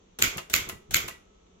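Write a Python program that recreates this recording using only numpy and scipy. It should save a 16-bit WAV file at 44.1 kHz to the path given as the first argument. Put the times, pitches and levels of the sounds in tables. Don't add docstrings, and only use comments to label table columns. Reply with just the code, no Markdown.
import sys
import numpy as np
from scipy import signal
from scipy.fft import rfft, irfft
from scipy.io import wavfile
from scipy.ndimage import uniform_filter1d

SR = 44100
rng = np.random.default_rng(int(sys.argv[2]) if len(sys.argv) > 2 else 0)


def master(y):
    cut = np.clip(np.atleast_2d(y).T, -1, 1)
    pcm = np.round(cut * 32767)
    wavfile.write(sys.argv[1], SR, pcm.astype(np.int16))


N = 70560
SIZE = 32768
T, HZ = np.arange(SIZE) / SR, np.fft.rfftfreq(SIZE, 1 / SR)
# (frequency [Hz], level [dB])
CLATTER_TONE = [(100, -20), (380, -12.5), (780, -17.5), (1050, -12), (1480, -4), (1700, -11.5), (2200, -1),
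                (2750, -6), (3400, -5), (4100, -10.5), (5200, -11), (7100, -5.5), (8400, -21), (11500, -20),
                (12900, -8), (14200, -18.5), (15000, -13), (16000, -20.5)]


def amp(db):
    return 10 ** (np.asarray(db) / 20)


def read(points, hz=HZ):
    f, value = np.transpose(points)
    return np.interp(np.log(hz + 1), np.log(f + 1), value)


def add(mix, s, sound):
    part = mix[:, max(round(s * SR), 0):][:, :sound.shape[1]]
    part += sound[:, :part.shape[1]]


def unit(x):
    return x / np.sqrt((x ** 2).sum() / 2 / (SR / 1000) + 1e-20)


def sides(difference):
    return np.array([[-.5], [.5]]) * difference


def colour(x, db):
    cepstrum = irfft(np.log(amp(db)))
    cepstrum[..., 1:SIZE // 2] *= 2
    cepstrum[..., SIZE // 2 + 1:] = 0
    return irfft(rfft(x) * np.exp(rfft(cepstrum)))


def noise(same=0):
    a, b = rng.standard_normal((2, SIZE))
    return np.array([a, same * a + np.sqrt(1 - same ** 2) * b])


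def contact(tone_db, rise_s, fall_s, same=0):
    burst = noise(same) * (1 - np.exp(-T / rise_s)) * np.exp(-T / fall_s)
    flat = irfft(np.exp(1j * np.angle(rfft(burst))))
    chatter = flat * (1 - np.exp(-2 * T / rise_s)) * np.exp(-(T / (2 * np.pi * fall_s)) ** 2)
    return unit(colour(chatter / chatter.std(axis=1, keepdims=True), tone_db))


def ring(modes, rise_s, spread_rad, scatter=1):
    phases = scatter * rng.uniform(0, 2 * np.pi, len(modes))
    apart = sides(2 * spread_rad)
    ringing = sum(amp(db) * np.exp(-np.log(1000) * T / t60) * np.sin(2 * np.pi * hz * T + phase + apart)
                  for (hz, db, t60), phase in zip(modes, phases))
    return (1 - np.exp(-T / rise_s)) * ringing


def room_air():
    # (frequency [Hz], level [dB])
    air_tone = [(20, -14.5), (45, 0), (92, -7.5), (128, -23.5), (180, -3.5), (290, -14), (420, -5),
                (520, -13.5), (900, -17), (1270, -19.5), (1600, -26), (3500, -23), (5200, -35.5),
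                (5800, -24.5), (6800, -26), (7850, -34.5), (8200, -60), (16000, -60.5)]
    # (frequency [Hz], correlation [0-1])
    likeness = [(40, 0.2), (200, 0.63), (500, 0.041), (8000, 0)]
    hz = np.fft.rfftfreq(N, 1 / SR)
    a, b = rfft(rng.standard_normal((2, N)))
    same = read(likeness, hz)
    spectrum = np.array([a, same * a + np.sqrt(1 - same ** 2) * b])
    air = irfft(spectrum * amp(read(air_tone, hz)), N)
    return amp(-60.5) * air / air.std()


def room_tail(tone_db, length=1.0):
    room_t60 = [(100, 0.15), (300, 0.49), (700, .42), (1840, 0.39), (4850, 0.33), (8000, 0.31),
                (13000, 0.23)]
    flutter_db, resonance_db = 0.5, 2.5
    hz, t, bands = signal.stft(noise(), SR, nperseg=512)
    a, b = rng.standard_normal((2, *bands.shape[1:]))
    flutter, resonance = uniform_filter1d(a, size=10, axis=0), uniform_filter1d(b, size=8, axis=1)
    bands = bands * amp(flutter_db * flutter / flutter.std() + resonance_db * resonance / resonance.std())
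    decay = np.exp(-np.log(1000) * t / (length * read(room_t60, hz)[:, None]))
    wash = signal.istft(bands * decay, SR)[1][:, :SIZE]
    onset = 1 - np.exp(-np.maximum(T - .007, 0) / 0.0042)
    early_lift = 1 + np.exp(-T / 0.014)
    return unit(colour(wash * onset * early_lift, tone_db))


def case_thumps():
    # (time [s], level [dB], decay [s], tilt [dB/octave])
    knocks = [(0.191, -25.5, 0.015, 5.5), (0.22, -20, 0.0075, 0.5), (0.249, -25.5, 0.021, -4.5),
              (.325, -30, 0.022, 8.5), (0.358, -25, 0.0074, 3), (.503, -33, 0.0094, 1),
              (.535, -25, 0.022, 0.5), (0.579, -28, 0.018, -5), (0.612, -29, 0.096, 2.5),
              (.668, -29, 0.012, 3), (0.72, -29, 0.021, 0.5), (.886, -34.5, 0.013, -3),
              (.912, -26.5, 0.013, -4), (0.942, -24, 0.033, 1), (.968, -27, 0.094, -1),
              (1.039, -27, 0.0057, 1)]
    # (frequency [Hz], level [dB])
    knock_tone = [(20, -11), (50, -3), (90, 1), (140, -10.5), (200, -11.5), (280, -20), (380, -10),
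                  (600, -22), (1200, -24.5), (4000, -76.5)]
    # (frequency [Hz], level [dB], T60 [s])
    case_modes = [(86, -19.5, 0.14), (104, -23.5, .17), (142, -21, 0.36), (203.3, -27.5, 0.23),
                  (270, -29.5, 0.25), (345, -26, 0.2), (366.5, -23, 0.25)]
    out, tone = np.zeros((2, N)), read(knock_tone)
    octaves = np.log2(np.clip(HZ, 70, 700) / 150)
    for s, db, fall_s, tilt in knocks:
        modes = [(hz * (1 + 0.028 * rng.uniform(-1.2, 1)), level, t60) for hz, level, t60 in case_modes]
        knock = contact(tone, rise_s=0.0032, fall_s=fall_s, same=0.41) + amp(-5.5) * room_tail(tone)
        boom = amp(1.5) * ring(modes, rise_s=0.0026, spread_rad=0.56)
        add(out, s, amp(db - 1) * unit(colour(knock + boom, tilt * octaves)))
    jolt_s, jolt_hz, jolt_db, jolt_t60 = .2225, 88, -32, .07
    add(out, jolt_s, ring([(jolt_hz, jolt_db, jolt_t60)], rise_s=0.0027, spread_rad=.5, scatter=0))
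    return out


def bar_returns():
    # (time [s], level [dB], decay [s])
    landings = [(0.3780, -21, .0065), (0.6939, -24.5, 0.0044), (1.0819, -24, 0.0038)]
    # (frequency [Hz], level [dB])
    rest_tone = [(100, -13), (380, -6.5), (550, -4), (720, -4.5), (1250, -2), (1700, -6), (2700, -2),
                 (3800, -8.5), (5200, -12.5), (7300, -8), (8800, -24), (12000, -13.5), (16000, -27)]
    # (frequency [Hz], level [dB], T60 [s])
    basket_modes = [(667, -23, 0.16), (1038, -18.5, 0.1), (1262, -19, 0.11), (1735, -26.5, 0.12),
                    (2800, -30, .33)]
    # (frequency [Hz], level [dB], T60 [s])
    spring_modes = [(1956, 0, 0.23), (1976, -5, 0.23)]
    # (time [s], level [dB])
    twangs = [(.719, -47), (1.107, -44)]
    out, tone = np.zeros((2, N)), read(rest_tone)
    for s, db, fall_s in landings:
        clack = contact(tone, rise_s=.003, fall_s=fall_s) + amp(-5.5) * room_tail(tone, length=0.75)
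        basket = amp(3.5) * ring(basket_modes, rise_s=0.0032, spread_rad=0.23)
        add(out, s, amp(db) * (clack + basket))
    damping = np.exp(-np.maximum(T - .135, 0) / .008)
    for s, db in twangs:
        add(out, s, amp(db) * damping * ring(spring_modes, rise_s=0.0024, spread_rad=0.38, scatter=0))
    return out


def escapement_and_levers():
    # (time [s], level [dB], decay [s])
    catches = [(0.2185, -25, 0.002), (0.2472, -25.5, 0.0017), (.2778, -30, 0.0017), (.5350, -22.5, 0.00088),
               (0.548, -19, 0.0012), (0.5623, -17, 0.00088), (0.9385, -23.5, 0.00091),
               (0.9525, -23.5, 0.0012), (0.9644, -21, 0.0011), (.9675, -16.5, .001)]
    # (frequency [Hz], level [dB])
    catch_tone = [(200, -31.5), (1500, -10), (3000, -9), (5000, -6.5), (7000, -7.5), (8700, -17),
                  (11000, -9.5), (13000, 3.5), (14300, -8.5), (16000, -11)]
    # (time [s], level [dB], decay [s])
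    releases = [(.3722, -28.5, .0016), (.6889, -25.5, 0.002), (.6958, -32, 0.0034), (1.0798, -30.5, .0016),
                (1.0922, -34, 0.0021)]
    # (frequency [Hz], level [dB])
    release_tone = [(300, -13.5), (2800, -9.5), (5000, -9), (7300, -1.5), (8800, -13), (9800, 1.5),
                    (11000, -9), (12300, -1.5), (16000, -9)]
    out = np.zeros((2, N))
    for events, tone in ((catches, read(catch_tone)), (releases, read(release_tone))):
        for s, db, fall_s in events:
            tick = contact(tone, rise_s=0.00078, fall_s=fall_s)
            add(out, s, amp(db) * (tick + amp(-8) * room_tail(tone)))
    return out


def key_presses():
    # (time [s], level [dB])
    presses = [(0.1871, -23.5), (0.4978, -28.5), (0.908, -26.5)]
    # (frequency [Hz], level [dB])
    press_tone = [(100, -8), (350, -3), (750, 4), (1100, -10.5), (1450, 3), (2300, -4.5), (3600, -1),
                  (5100, -8), (5800, 1), (7400, -1.5), (9500, -9), (13000, -7), (16000, -10)]
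    out, tone = np.zeros((2, N)), read(press_tone)
    for s, db in presses:
        click = amp(-0.5) * contact(tone, rise_s=0.00087, fall_s=0.0065)
        soft_click = amp(-6) * contact(tone, rise_s=0.003, fall_s=0.0071)
        add(out, s, amp(db) * (click + soft_click + room_tail(tone)))
    return out


def bar_strikes():
    # (time [s], level [dB], decay [s], right minus left [dB], clang [dB])
    strikes = [(0.2232, -5, 0.00089, -5, 0.5), (0.5387, -6.5, .0014, 6.5, 0.5),
               (0.9435, -6.5, 0.0014, -4.5, 3.5)]
    # (frequency [Hz], level [dB])
    slap_left = [(100, -24), (650, -22), (950, -29), (1400, -8.5), (1800, -19), (2200, -12), (3600, -14),
                 (4300, -8), (5000, -21), (5600, -22), (7300, -6.5), (8400, -29), (10800, -28),
                 (12800, -12.5), (14000, -27), (15200, -21), (16000, -32)]
    # (frequency [Hz], level [dB])
    slap_right = [(100, -23), (650, -19), (950, -27), (1400, -6), (1800, -13), (2550, 1), (3000, -8),
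                  (3550, -17), (4200, -6), (5000, -22), (6300, -14), (6900, -1.5), (7500, -10), (8400, -26),
                  (10800, -29), (12000, -20), (12900, -7.5), (14200, -27), (15300, -17), (16000, -29)]
    slap_rise = [
        [.0006],
        [0.0014],
    ]
    # (frequency [Hz], right minus left [dB])
    clatter_balance = [(400, 2.5), (900, 0), (1400, -1.5), (2100, 9), (2800, 1), (7000, 0), (14000, -0.5)]
    # (frequency [Hz], level [dB], T60 [s])
    frame_modes = [(1297, -60, 2.5), (1463, -33, 0.14), (1508, -37, 0.25), (2035, -27, 0.16),
                   (2121, -32, 0.22), (2165, -31, 0.26), (2257, -28, 0.22), (2317, -31, 0.25),
                   (2470, -32.5, .25), (3190, -39, .25), (3379, -38, 0.22), (4307, -37, .17),
                   (6834, -37, .15), (12750, -37, .11), (12968, -34, 0.11)]
    out, lead_s = np.zeros((2, N)), .1
    for s, *_ in strikes:
        swing = noise() * np.exp(-abs(T - lead_s) / 0.004) * (T < lead_s)
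        add(out, s - lead_s, amp(-20) * unit(colour(swing, read(CLATTER_TONE))))
    clatter = read(CLATTER_TONE) + sides(read(clatter_balance))
    common_tail, share = room_tail(clatter), 0.52
    clang_delay_s, bounce_delay_s = .007, .0098
    for s, db, fall_s, right_db, clang_db in strikes:
        tone = np.array([read(slap_left), read(slap_right)]) + sides(right_db)
        slap = contact(tone, rise_s=np.array(slap_rise), fall_s=fall_s)
        shake = amp(-14) * contact(clatter, rise_s=0.0022, fall_s=0.0033)
        room = np.sqrt(share) * common_tail + np.sqrt(1 - share) * room_tail(clatter)
        add(out, s, amp(db) * (slap + shake + amp(-2) * room))
        clang = ring(frame_modes, rise_s=0.003, spread_rad=0.39)
        add(out, s + clang_delay_s, amp(db + clang_db + sides(0.5)) * clang)
        bounce = contact(tone, rise_s=0.00033, fall_s=0.0027)
        add(out, s + bounce_delay_s, amp(db - 17) * bounce)
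    return out


def scene():
    typing = key_presses() + bar_strikes() + escapement_and_levers() + bar_returns()
    return typing + case_thumps() + room_air()


def record(dry):
    # (frequency [Hz], side minus mid [dB])
    stereo_width = [(60, -6.5), (200, -14), (400, -1), (700, 5.5), (1300, 2.5), (2400, 0.5), (8000, 0.5),
                    (14000, -1)]
    ceiling, edge_hz = .9, 15900
    left, right = rfft(dry)
    width = amp(read(stereo_width, np.fft.rfftfreq(N, 1 / SR)))
    mid, side = (left + right) / 2, width * (left - right) / 2
    heard = irfft(np.array([mid + side, mid - side]) / np.sqrt((1 + width ** 2) / 2), N)
    rounded = heard / (1 + (heard / ceiling) ** 6) ** (1 / 6)
    lowpass = signal.firwin(255, edge_hz, window=("kaiser", 8), fs=SR)
    return signal.oaconvolve(rounded, lowpass[None], "same")


dry = scene()
out = record(dry)
master(out)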